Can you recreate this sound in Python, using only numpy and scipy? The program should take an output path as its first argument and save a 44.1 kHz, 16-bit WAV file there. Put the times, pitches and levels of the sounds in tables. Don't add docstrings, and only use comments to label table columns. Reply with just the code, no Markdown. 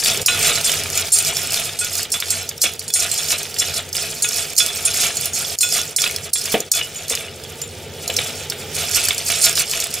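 import sys
import numpy as np
from scipy import signal
from scipy.fft import rfft, irfft, next_fast_len
from scipy.io import wavfile
from scipy.ndimage import uniform_filter1d

SR = 44100
rng = np.random.default_rng(int(sys.argv[2]) if len(sys.argv) > 2 else 0)


def how_loud(loudness_db):
    steps = np.asarray(loudness_db, float) / 20
    return 10 ** steps


def output_pcm(signal):
    pcm = np.clip(np.atleast_2d(signal).T, -1, 1) * 32767
    wavfile.write(sys.argv[1], SR, np.round(pcm).astype(np.int16))


N = 441000

# [f/Hz, level/dB]
POT_MODES = [(1447, -9), (2538, 3), (3448, 7), (4025, 1), (4160, -1), (4935, -10), (5385, -3), (5514, -12),
             (6087, -6), (6685, 2), (6860, -4.5), (6976, 1.5), (7472, 2.5), (8217, 3), (8552, 1),
             (9293, -9), (9590, 5), (10451, 1.5), (11740, -5.5), (13170, -11), (14520, -9)]
SPLIT_HZ, LAG_S = 4080, .0222


def unit(x):
    return x / np.sqrt(np.mean(x ** 2) + 1e-20)


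def along(points, hz):
    f, v = np.transpose(points)
    return np.interp(np.log(hz + 1), np.log(f + 1), v)


def curves(rows):
    s, *cols = np.transpose(rows)
    return [np.interp(np.arange(N) / SR, s, c) for c in cols]


def wobble(rate):
    knots = rng.standard_normal(int(N * rate / SR) + 2)
    return np.interp(np.arange(N) * rate / SR, np.arange(len(knots)), knots)


def filtered(x, response):
    m = next_fast_len(x.shape[-1] + 8192)
    spectrum = rfft(x, m) * response(np.fft.rfftfreq(m, 1 / SR))
    return irfft(spectrum, m)[..., :x.shape[-1]]


def coloured(x, spectrum):
    return unit(filtered(x, lambda hz: how_loud(along(spectrum, hz))))


def low(hz):
    return 1 / (1 + (hz / SPLIT_HZ) ** 40)


def high(hz):
    return 1 - low(hz)


def grains(count, hz, spread, cycles, size_db):
    u, t = rng.random((count, 4)), np.arange(110) / SR
    f = np.clip(hz * np.exp(spread * rng.standard_normal((count, 1))), 300, SR / 2.2)
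    life = cycles * (0.23 + 2 * u[:, 1:2] ** 3) / f
    size = how_loud(-size_db * np.log(u[:, 2:3] + .012))
    grain = size * np.exp(-t / life) * np.sin(2 * np.pi * f * t) / np.sqrt(life)
    at = (u[:, :1] * N).astype(int) + np.arange(len(t))
    return unit(np.bincount(at.ravel(), grain.ravel(), N + len(t))[:N])


def pot_modes(t60, attack):
    hz, count = np.array(POT_MODES)[:, :1], len(POT_MODES)
    t, u = np.arange(SR // 8) / SR, rng.random((count, 1))
    knots = 2.6 * rng.standard_normal((count, 14))
    flutter_db = np.array([np.interp(t * 13 / t[-1], np.arange(14), k) for k in knots])
    life = t60 * (0.46 + 0.68 * u) * (hz / 4000) ** -.2
    return how_loud(flutter_db - 60 * t / life) * np.sin(2 * np.pi * hz * t) * (1 - np.exp(-t / attack))


def duck_db():
    # [t/s of the knock, depth/dB]
    dips = [(.261, 11.5), (.645, 4), (1.122, 9), (1.789, 2), (2.119, -3.5), (2.202, 2), (2.49, 1),
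            (2.617, 4.5), (2.795, 3.5), (2.938, 7), (3.93, 2.5), (4.223, 0.5), (4.565, 6.5), (4.853, 1.5),
            (5.586, 14), (5.963, 6), (6.334, 10), (6.717, 9), (7.081, 2.5), (8.165, 1), (9.085, 3.5)]
    look_ahead_s, recovery_s = 0.028, 0.035
    t, dip_db = np.arange(N) / SR, np.zeros(N)
    for s, db in dips:
        near = slice(round((s - look_ahead_s) * SR), round((s + 0.9) * SR))
        fade = np.exp(-np.clip(t[near] - s - .01, 0, None) / recovery_s)
        dip_db[near] = np.maximum(dip_db[near], db * fade)
    return -uniform_filter1d(dip_db, size=120)


def stove():
    # [t/s, flame level/dB, sizzle level/dB]
    levels = [
        (0.0, -38, -36),
        (.16, -35, -32),
        (2.17, -42, -40.5),
        (5.51, -39, -38.5),
        (6.28, -39.5, -45),
        (6.6, -43, -40.5),
        (7.21, -39.5, -43.5),
        (8.6, -36.5, -35),
        (9.11, -38, -37),
        (10.0, -41, -41),
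    ]
    # [f/Hz, level/dB per Hz]
    rumble_spectrum = [(15, -56), (33, -36), (59, -18), (92, 6), (114, -10), (155, 1.5), (182, -13.5),
                       (245, -7), (275, -18), (429, -2), (671, -14), (950, -23), (1050, -34), (1180, -20),
                       (1300, -28), (1690, -58), (2860, -120)]
    # [f/Hz, level/dB per Hz]
    sizzle_spectrum = [(530, -11.5), (900, -1), (1040, -20), (1190, -12), (1360, -7.5), (2450, -5.5),
                       (2730, -8), (2960, -3), (3340, -3), (11000, -29), (16000, -11.5)]
    rumble_db, sizzle_db = curves(levels)
    noise = rng.standard_normal((2, N))
    pops = grains(count=1500, hz=6100, spread=0.59, cycles=2.7, size_db=2.5)
    rumble = coloured(noise[0], rumble_spectrum)
    hiss = coloured(noise[1] * how_loud(1.6 * wobble(30)) + 0.12 * pops, sizzle_spectrum)
    return how_loud(rumble_db + 2.0 + 0.72 * wobble(6)) * rumble + how_loud(sizzle_db) * hiss


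def strokes_db():
    # [t/s, level/dB, settling/s per 20 dB, hollow part/dB]
    plunges = [(0.0, -16.5, 0.08, -10), (.04, -14.5, 0.23, -3.5), (.27, -15, 0.07, -2),
               (0.661, -15.5, 0.2, -4), (1.135, -14.5, 0.1, -17), (1.81, -25.5, 0.36, -6),
               (2.13, -25.5, 0.2, -5), (2.619, -17, 0.12, -7), (2.8, -25.5, 0.1, -10.5),
               (2.93, -21.5, .4, -5), (3.6, -25, 0.2, -2), (3.95, -21.5, 0.36, -5.5),
               (4.58, -12.5, .08, -18), (4.859, -21, 0.18, -6.5), (5.34, -22, .5, -9),
               (5.609, -11, 0.06, -11), (5.99, -19, 0.27, -4.5), (6.35, -17, 0.17, -14),
               (6.735, -19, 0.13, -7), (7.1, -18.5, 0.0649, -4)]
    # [t/s of crest, level/dB, settling/s per 20 dB, hollow part/dB]
    sweeps = [(.44, -19.5, 0.47, -2), (.97, -24, 0.2, -4), (1.22, -22, 0.62, -5), (1.539, -23, .13, -3.5),
              (1.66, -27, 0.13, -5), (1.978, -18.5, .11, -9.5), (2.31, -25, .2, -5),
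              (3.15, -26.5, 0.64, -9.5), (3.31, -26, 0.4, -4.5), (3.768, -24, 0.08, -5),
              (4.1, -28.5, -0.25, -8), (4.35, -22, .25, -7), (4.76, -25, .5, -4), (5.02, -22.5, 0.2, -4.5),
              (5.2, -27, .2, -6), (5.741, -19.5, 0.19, -7), (6.49, -25, .17, -3), (7.17, -36, .5, 2),
              (8.18, -20, .08, -1.5), (8.28, -36, 1, -2.5), (8.79, -22.5, 0.15, -2), (8.95, -11, 0.09, -6),
              (9.06, -19, .1, -5), (9.29, -22.5, 0.32, -4.5), (9.45, -13, .11, -7), (9.599, -17, 0.08, -7),
              (9.73, -23, 0.22, -5), (9.82, -24, 0.05, -4.5), (9.951, -24, 0.1, -3.5)]
    rest_db, rest_hollow_db = -42, -44
    t = np.arange(0, N + 64, 64) / SR
    s, db, settle, hollow_db = np.transpose(plunges + sweeps)[..., None]
    is_plunge = np.arange(len(s))[:, None] < len(plunges)
    rise = np.where(is_plunge, .014, .9 * settle)
    level_db = db - 20 * np.maximum((s - t) / rise, (t - s) / settle)
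    bright = how_loud(2 * level_db).sum(0) + how_loud(2 * rest_db)
    hollow = how_loud(2 * (level_db + hollow_db)).sum(0) + how_loud(2 * rest_hollow_db)
    return [np.interp(np.arange(N) / SR, t, 10 * np.log10(p)) for p in (bright, hollow)]


def clatter():
    # [f/Hz, level/dB per Hz]
    slide_spectrum = [(530, -13.5), (900, -20), (1000, -22.5), (1290, -4), (1700, -11), (2630, 0.5),
                      (4630, -8.5), (6800, -5.5), (10400, -7.5), (15100, -17), (16000, -60)]
    bright_db, hollow_db = strokes_db()
    edges = grains(count=6000, hz=5570, spread=0.498, cycles=9.9, size_db=2.3)
    taps = grains(count=5000, hz=7000, spread=.4, cycles=1.5, size_db=1.6)
    slide = coloured(rng.standard_normal(N), slide_spectrum) * how_loud(3.96 * wobble(70))
    shells = edges + 0.51 * coloured(taps, slide_spectrum) + 1.02 * unit(slide)

    modes = how_loud(.7 * np.array(POT_MODES)[:, 1:]) * pot_modes(t60=0.06, attack=0.0044)
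    swell, ring = wobble(25), np.zeros(N)
    for k in range(3):
        spot_taps = taps * how_loud(6 * np.roll(swell, k * SR))
        ring += signal.oaconvolve(spot_taps, modes[k::3].sum(0))[:N]

    mix = (unit(shells) + how_loud(-10) * unit(ring)) * how_loud(2.8 * swell)
    air = coloured(mix, [(480, -79), (610, -9), (670, 0.5), (720, -4.5), (860, -31.5)])
    air_db = -19.5 + 0.72 * hollow_db
    bright, hollow = unit(filtered(mix, high)), unit(filtered(mix, low))
    return how_loud(bright_db + 1.1) * bright + how_loud(hollow_db - 1) * hollow + how_loud(air_db) * air


def small_contacts(rows, t60, band, gain_db, dryness):
    t, out, lost_db = np.arange(SR // 16) / SR, np.zeros(N + SR), duck_db()
    for s, db, hz in rows:
        snap = dryness * rng.standard_normal(len(t)) * how_loud(-60 * t / (.6 * t60))
        mode = .7 * np.sin(2 * np.pi * hz * t) * how_loud(-60 * t / t60)
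        i = round(s * SR)
        out[i:i + len(t)] += how_loud(db + gain_db - lost_db[i]) * (snap + mode) * (1 - np.exp(-t / .0002))
    return filtered(out[:N], band)


def knocks():
    # [t/s, peak level/dB, shell pitch f/Hz, hollow part/dB]
    hard_knocks = [(.0363, 0, 4670, 5), (.2611, 8.5, 4960, -2), (.6444, 1, 5800, -12),
                   (.9747, -1, 7050, -6), (1.1194, 0, 6690, -19.5), (1.1864, 3, 8600, -12),
                   (1.3678, 0.5, 5470, -6), (1.5424, 2, 4950, -1), (2.2017, 1, 6770, 1),
                   (2.3045, 2, 5760, -12), (2.4903, .5, 6630, -9), (2.617, 7, 7380, -7),
                   (2.9374, 3.5, 10800, -8.5), (3.3043, -2, 5530, 5), (3.5862, 0.5, 5600, -7),
                   (4.2222, 1.5, 9640, 2), (4.581, -0.5, 8300, -1), (4.8523, -1, 9200, -4),
                   (5.5867, 1.5, 6840, -14), (5.608, -1.5, 9460, -7), (5.9627, 4.5, 7660, -5),
                   (6.3346, 8, 8370, -13), (6.7165, 9, 6860, -23), (6.79, -6, 2850, 5),
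                   (7.1518, 0.5, 5050, -3), (8.078, .5, 6940, 4), (8.1655, 5, 5500, 2),
                   (8.4993, 1, 5500, -2.5), (9.085, 5, 7800, -1), (9.7127, 0, 8040, 2)]
    # [t/s, peak level/dB, shell pitch f/Hz]
    thin_clicks = [(0.082, -1, 5500), (.216, -2, 6750), (.555, -1, 4600), (1.789, -4.5, 8400),
                   (1.8455, -1, 6870), (2.793, -3, 7300), (3.1143, -1, 7740), (4.2883, -0.5, 5560),
                   (4.565, -2, 6680), (4.6623, 1.5, 9600), (4.941, -1, 5700), (5.1694, 0, 6950),
                   (5.257, -9, 7000), (5.3323, -12, 6570), (6.1617, -1, 5530), (6.603, -5, 6800),
                   (6.7506, -8, 6790), (7.097, -0.5, 7280), (7.265, -19, 6540), (7.437, -13, 7000),
                   (7.6161, -5.5, 7100), (8.7854, -9, 6660), (8.9145, -8, 6600), (9.18, 0, 8000),
                   (9.413, -10, 10100), (9.4938, 0, 6690), (9.773, -8, 10100), (9.8016, 1.5, 6680),
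                   (9.94, -5.5, 5940)]
    # [t/s, peak level/dB, shell pitch f/Hz]
    open_clacks = [(0.173, -2, 7100), (.428, 1, 7470), (.7163, -9, 5400), (0.8354, -1.5, 5500),
                   (.954, -4.5, 8090), (1.2486, -9, 5380), (1.5209, -5, 8420), (2.0298, -6, 8100),
                   (2.1192, -2.5, 5800), (2.8798, -11, 9500), (3.1767, -7.5, 8700), (3.284, -5, 6900),
                   (3.4305, -8.5, 6230), (3.542, -7, 7100), (3.9287, -4.5, 5130), (4.729, -10, 6670),
                   (4.973, -5.5, 6380), (6.018, 0.5, 6740), (6.04, -1, 2600), (6.4554, -3, 6950),
                   (7.081, -6.5, 6900), (8.9406, -9, 6860), (9.0385, -6, 10300), (9.3017, 1.5, 5450),
                   (9.554, -.5, 6840), (9.839, -7, 7960)]
    hits = hard_knocks + [(*c, -8) for c in thin_clicks] + [(*c, 1) for c in open_clacks]
    lost_db, t, out = duck_db(), np.arange(SR // 18) / SR, np.zeros((2, N + SR))
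    for s, db, hz, hollow_db in hits:
        r = rng.standard_normal((3, 7))
        grit = np.repeat(how_loud(4 * rng.standard_normal(len(t) // 30 + 1)), 30)[:len(t)]
        crack = rng.standard_normal(len(t)) * (how_loud(-60 * t / .01) + grit * how_loud(-9 - 60 * t / .05))
        pitch = np.r_[hz, [4300, 5200, 6300, 8000, 2800, 3400] * np.exp(.1 * r[0, 1:])][:, None]
        life = .021 * np.exp(.25 * r[2, :, None])
        share_db = np.array([[-.6], [-9], [-7], [-6], [-7], [-9], [-11]]) + 2.7 * r[1, :, None]
        shell = np.sum(how_loud(share_db - 60 * t / life) * np.sin(2 * np.pi * pitch * t), 0)
        hit = (.5 * crack + 0.31 * shell) * (1 - np.exp(-t / 0.00034))
        i = round(s * SR)
        out[:, i:i + len(t)] += how_loud(db - 2 - lost_db[i] + np.array([[0], [hollow_db + 1.5]])) * hit
    bright, hollow = out[:, :N]
    bright = filtered(bright, lambda f: high(f) * how_loud(-(f / 14000) ** 2 * 5.7))
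    return bright + filtered(hollow, lambda f: low(f) * 1.41 * f * f / (f * f + 2200 ** 2))


def bumps():
    # [t/s, peak level/dB]
    grate_bumps = [(0.199, -27), (0.329, -40), (0.509, -31), (2.639, -25.5), (3.325, -35), (3.949, -48),
                   (6.542, -10.5), (6.599, -28), (7.109, -26.5), (8.096, -27), (8.182, -28)]
    body_spectrum = [(90, -22), (200, -9), (700, -3), (1000, -24.5), (2600, -13.5), (4500, -22.5)]
    t, out = np.arange(SR // 8) / SR, np.zeros(N + SR)
    for s, db in grate_bumps:
        push = np.sin(2 * np.pi * 480 * t) * how_loud(-60 * t / 0.035) * (1 - np.exp(-t / 0.0013))
        body = coloured(rng.standard_normal(len(t)), body_spectrum) * how_loud(-60 * t / .13)
        i = round((s - LAG_S) * SR)
        out[i:i + len(t)] += how_loud(db + 6.5) * (push + 0.48 * body)
    return out[:N]


def clanks():
    # [t/s, wall ring level/dB, base ring level/dB, struck spot (0 centre - 3 rim)]
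    pot_blows = [(0.2595, -29, -14.5, 1.14), (.262, -49, -15.5, 2.6), (0.646, -31.5, -24, 1.8),
                 (1.1222, -29.5, -30, 1.4), (1.1857, -34, -25, 1.24), (1.791, -37, -21, 0.65),
                 (2.1177, -36.5, -19.5, 2), (2.3037, -31, -31, 0.71), (2.616, -39, -27, 1.8),
                 (2.879, -39.5, -28, 2.05), (2.937, -28.5, -27.5, 1.6), (3.115, -35.5, -37, 1.9),
                 (3.177, -36.5, -23, 2), (3.586, -38, -19.5, 2.5), (4.2233, -32, -19.5, 1.2),
                 (4.578, -33, -13.5, 1.9), (4.851, -32, -19.5, 1.27), (5.256, -37, -33, 2.4),
                 (5.607, -27, -17, 1.3), (5.962, -31, -22, 2.2), (6.3314, -33, -27, 2),
                 (6.715, -33, -21, 1.7), (7.096, -43, -39, 2.05), (9.413, -36.5, -31, .4)]
    base_count, off_spot_db = 4, 11
    lost_db, out = duck_db(), np.zeros(N + SR)
    wall_shape_db = np.array(POT_MODES)[base_count:, 1]
    for s, wall_db, base_db, spot in pot_blows:
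        rings = pot_modes(t60=0.2, attack=0.001)
        walls_db = wall_shape_db + wall_db + 9.5 + 4 * rng.standard_normal(len(wall_shape_db))
        bases_db = base_db + 1.5 - off_spot_db * np.abs(np.arange(base_count) - spot)
        i = round(s * SR)
        out[i:i + rings.shape[1]] += how_loud(np.r_[bases_db, walls_db] - 0.77 * lost_db[i]) @ rings
    return out[:N]


def tail(t60, length):
    hz, t, z = signal.stft(rng.standard_normal(length), SR, nperseg=128)
    x = signal.istft(z * how_loud(-60 * t / t60(hz)[:, None]), SR, nperseg=128)[1]
    return x / np.linalg.norm(x)


def ports(x):
    # [f/Hz, likeness 0-1]
    likeness = [(60, 0.9), (150, 0.91), (380, 0.89), (950, 0.93), (2380, 0.96), (5980, 0.71), (15000, 0.16)]
    # [f/Hz, level/dB]
    left_lean = [(300, 0), (3000, -.5), (6000, -2.5), (12000, -3.5)]
    z = signal.stft(x, nperseg=128)[2]
    drift = np.cumsum(0.2997 * rng.standard_normal(z.shape), axis=1)
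    other = signal.istft(z * np.exp(1j * drift), nperseg=128)[1][:N]
    hz = np.fft.rfftfreq(N, 1 / SR)
    turn = 1.035 * np.arccos(np.clip(along(likeness, hz), 0, 1)) / 2
    mid, side = rfft(x) * np.cos(turn), rfft(other) * np.sin(turn)
    lean = how_loud(along(left_lean, hz) * np.array([[.5], [-.5]]))
    return irfft(np.array([mid + side, mid - side]) * lean, N)


def scene():
    # [t/s, peak level/dB, f/Hz]
    edge_ticks = [(0.0468, -6, 4610), (0.4707, -10, 7360), (0.6106, -16, 4910), (0.7173, -11, 10510),
                  (0.9014, -12, 6050), (0.9754, -7, 6930), (0.9969, -13, 6960), (1.135, -8, 10640),
                  (1.2253, -13, 9600), (1.249, -11, 5360), (1.2702, -13, 6830), (1.2856, -13, 7560),
                  (1.4719, -16, 7730), (1.506, -17, 5190), (1.5214, -13, 8400), (1.5325, -12, 10380),
                  (1.6549, -14, 4840), (1.9534, -12, 7190), (2.0303, -12, 7900), (2.1032, -22, 7860),
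                  (2.5794, -20, 5490), (2.7362, -18, 6740), (2.9033, -18, 4370), (3.1412, -12, 7520),
                  (3.4306, -15, 6290), (3.7417, -17, 7240), (3.8897, -24, 6930), (3.9675, -11, 5000),
                  (4.2543, -15, 6720), (4.5331, -21, 7190), (4.5539, -23, 6120), (5.2108, -13, 7540),
                  (5.2472, -19, 6930), (5.2565, -10, 14600), (5.4204, -15, 10310), (5.5808, -28, 7020),
                  (5.6893, -14, 6800), (5.7808, -13, 6830), (5.7952, -15, 7490), (5.8149, -13, 6290),
                  (5.8531, -20, 4310), (6.0763, -14, 4910), (6.1105, -15, 5840), (6.6041, -12, 6930),
                  (6.7511, -10, 7450), (8.1004, -17, 7410), (8.1394, -17, 7080), (8.7482, -19, 4330),
                  (8.7659, -15, 6650), (8.9132, -13, 9880), (9.0578, -12, 10120), (9.1464, -14, 7280),
                  (9.2633, -12, 6720), (9.3189, -10, 9540), (9.528, -13, 5430), (9.572, -11, 5000),
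                  (9.6197, -11, 6070), (9.8409, -11, 7950), (9.8692, -17, 8010), (9.9398, -11, 10120)]
    # [t/s, peak level/dB, f/Hz]
    bowl_tocks = [(0.0174, -21, 3600), (0.3587, -16, 2690), (0.492, -17, 2580), (0.6205, -19, 3570),
                  (0.6734, -10, 3100), (0.7153, -15, 2480), (0.7791, -18, 3290), (1.0, -20, 3210),
                  (1.1815, -19, 2560), (1.2367, -18, 2430), (1.2852, -19, 3270), (1.348, -20, 2450),
                  (1.473, -18, 2990), (1.4921, -17, 2650), (1.5504, -13, 3600), (1.6407, -22, 3360),
                  (1.6702, -21, 3620), (2.5694, -29, 3730), (2.5981, -28, 3400), (3.1685, -23, 3420),
                  (3.6396, -23, 3700), (3.6847, -24, 3420), (3.7156, -21, 1290), (3.9708, -18, 3170),
                  (4.56, -27, 3530), (4.8358, -21, 3510), (4.9898, -18, 3570), (5.0224, -18, 3270),
                  (5.2103, -22, 3470), (5.3034, -26, 1380), (5.4265, -18, 3420), (5.7274, -22, 2110),
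                  (6.0154, -11, 3790), (6.0391, -9, 2560), (6.0754, -18, 2170), (6.1403, -20, 3360),
                  (6.3119, -32, 3790), (6.4357, -22, 2560), (6.4695, -20, 2330), (6.5021, -20, 3360),
                  (6.6957, -27, 3570), (6.7507, -19, 3570), (6.7718, -22, 2800), (6.9323, -26, 3010),
                  (7.1024, -17, 3530), (7.1467, -23, 2780), (7.2602, -22, 2890), (7.4269, -27, 3320),
                  (8.8966, -22, 2970), (8.9127, -21, 2860), (8.9792, -16, 2650), (9.0234, -22, 2630),
                  (9.033, -18, 2650), (9.0663, -16, 3080), (9.1474, -23, 3040), (9.3181, -15, 3770),
                  (9.5432, -23, 2930), (9.5712, -15, 2610), (9.7699, -22, 2710), (9.8683, -23, 2930)]
    # [t/s, peak level/dB, f/Hz]
    shell_pings = [
        (3.167, -21, 3450),
        (3.18, -25, 2540),
        (4.395, -21, 8200),
        (4.663, -21, 3450),
        (5.168, -17, 6950),
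        (5.334, -17, 6700),
        (6.786, -22, 2950),
        (6.958, -23, 7000),
        (7.617, -19, 7150),
    ]
    # [f/Hz, t60/s]
    room_decay = [(300, 0.17), (3000, 0.18), (12000, 0.026)]
    flame = stove()
    pot = clatter()
    pot += small_contacts(bowl_tocks, t60=.035, band=lambda f: low(f) * f * f / (f * f + 1500 ** 2),
                          gain_db=2.5, dryness=1.1)
    pot += knocks()
    pot += small_contacts(edge_ticks, t60=.018, band=high, gain_db=1.5, dryness=1.1)
    pot += bumps() + clanks()
    pot += small_contacts(shell_pings, t60=.16, band=lambda f: f > 1500, gain_db=2.5, dryness=.15)
    answer = tail(lambda hz: along(room_decay, hz), length=SR // 3)
    return ports(pot + how_loud(-11.5) * signal.oaconvolve(pot, answer)[:N] + flame)


def roll_off(x):
    return signal.sosfilt(signal.butter(12, 15900, fs=SR, output="sos"), x)


def record(dry):
    bass = filtered(dry, low)
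    late_bass = np.roll(bass, round(LAG_S * SR), axis=1)
    x = (dry - bass + late_bass) * how_loud(duck_db())
    x = x / (1 + np.abs(x / 1.05) ** 6) ** (1 / 6)
    x = filtered(x, lambda f: 1 / (1 + (f / 15760) ** 150))
    return roll_off(x)


dry = scene()
out = record(dry)
output_pcm(out)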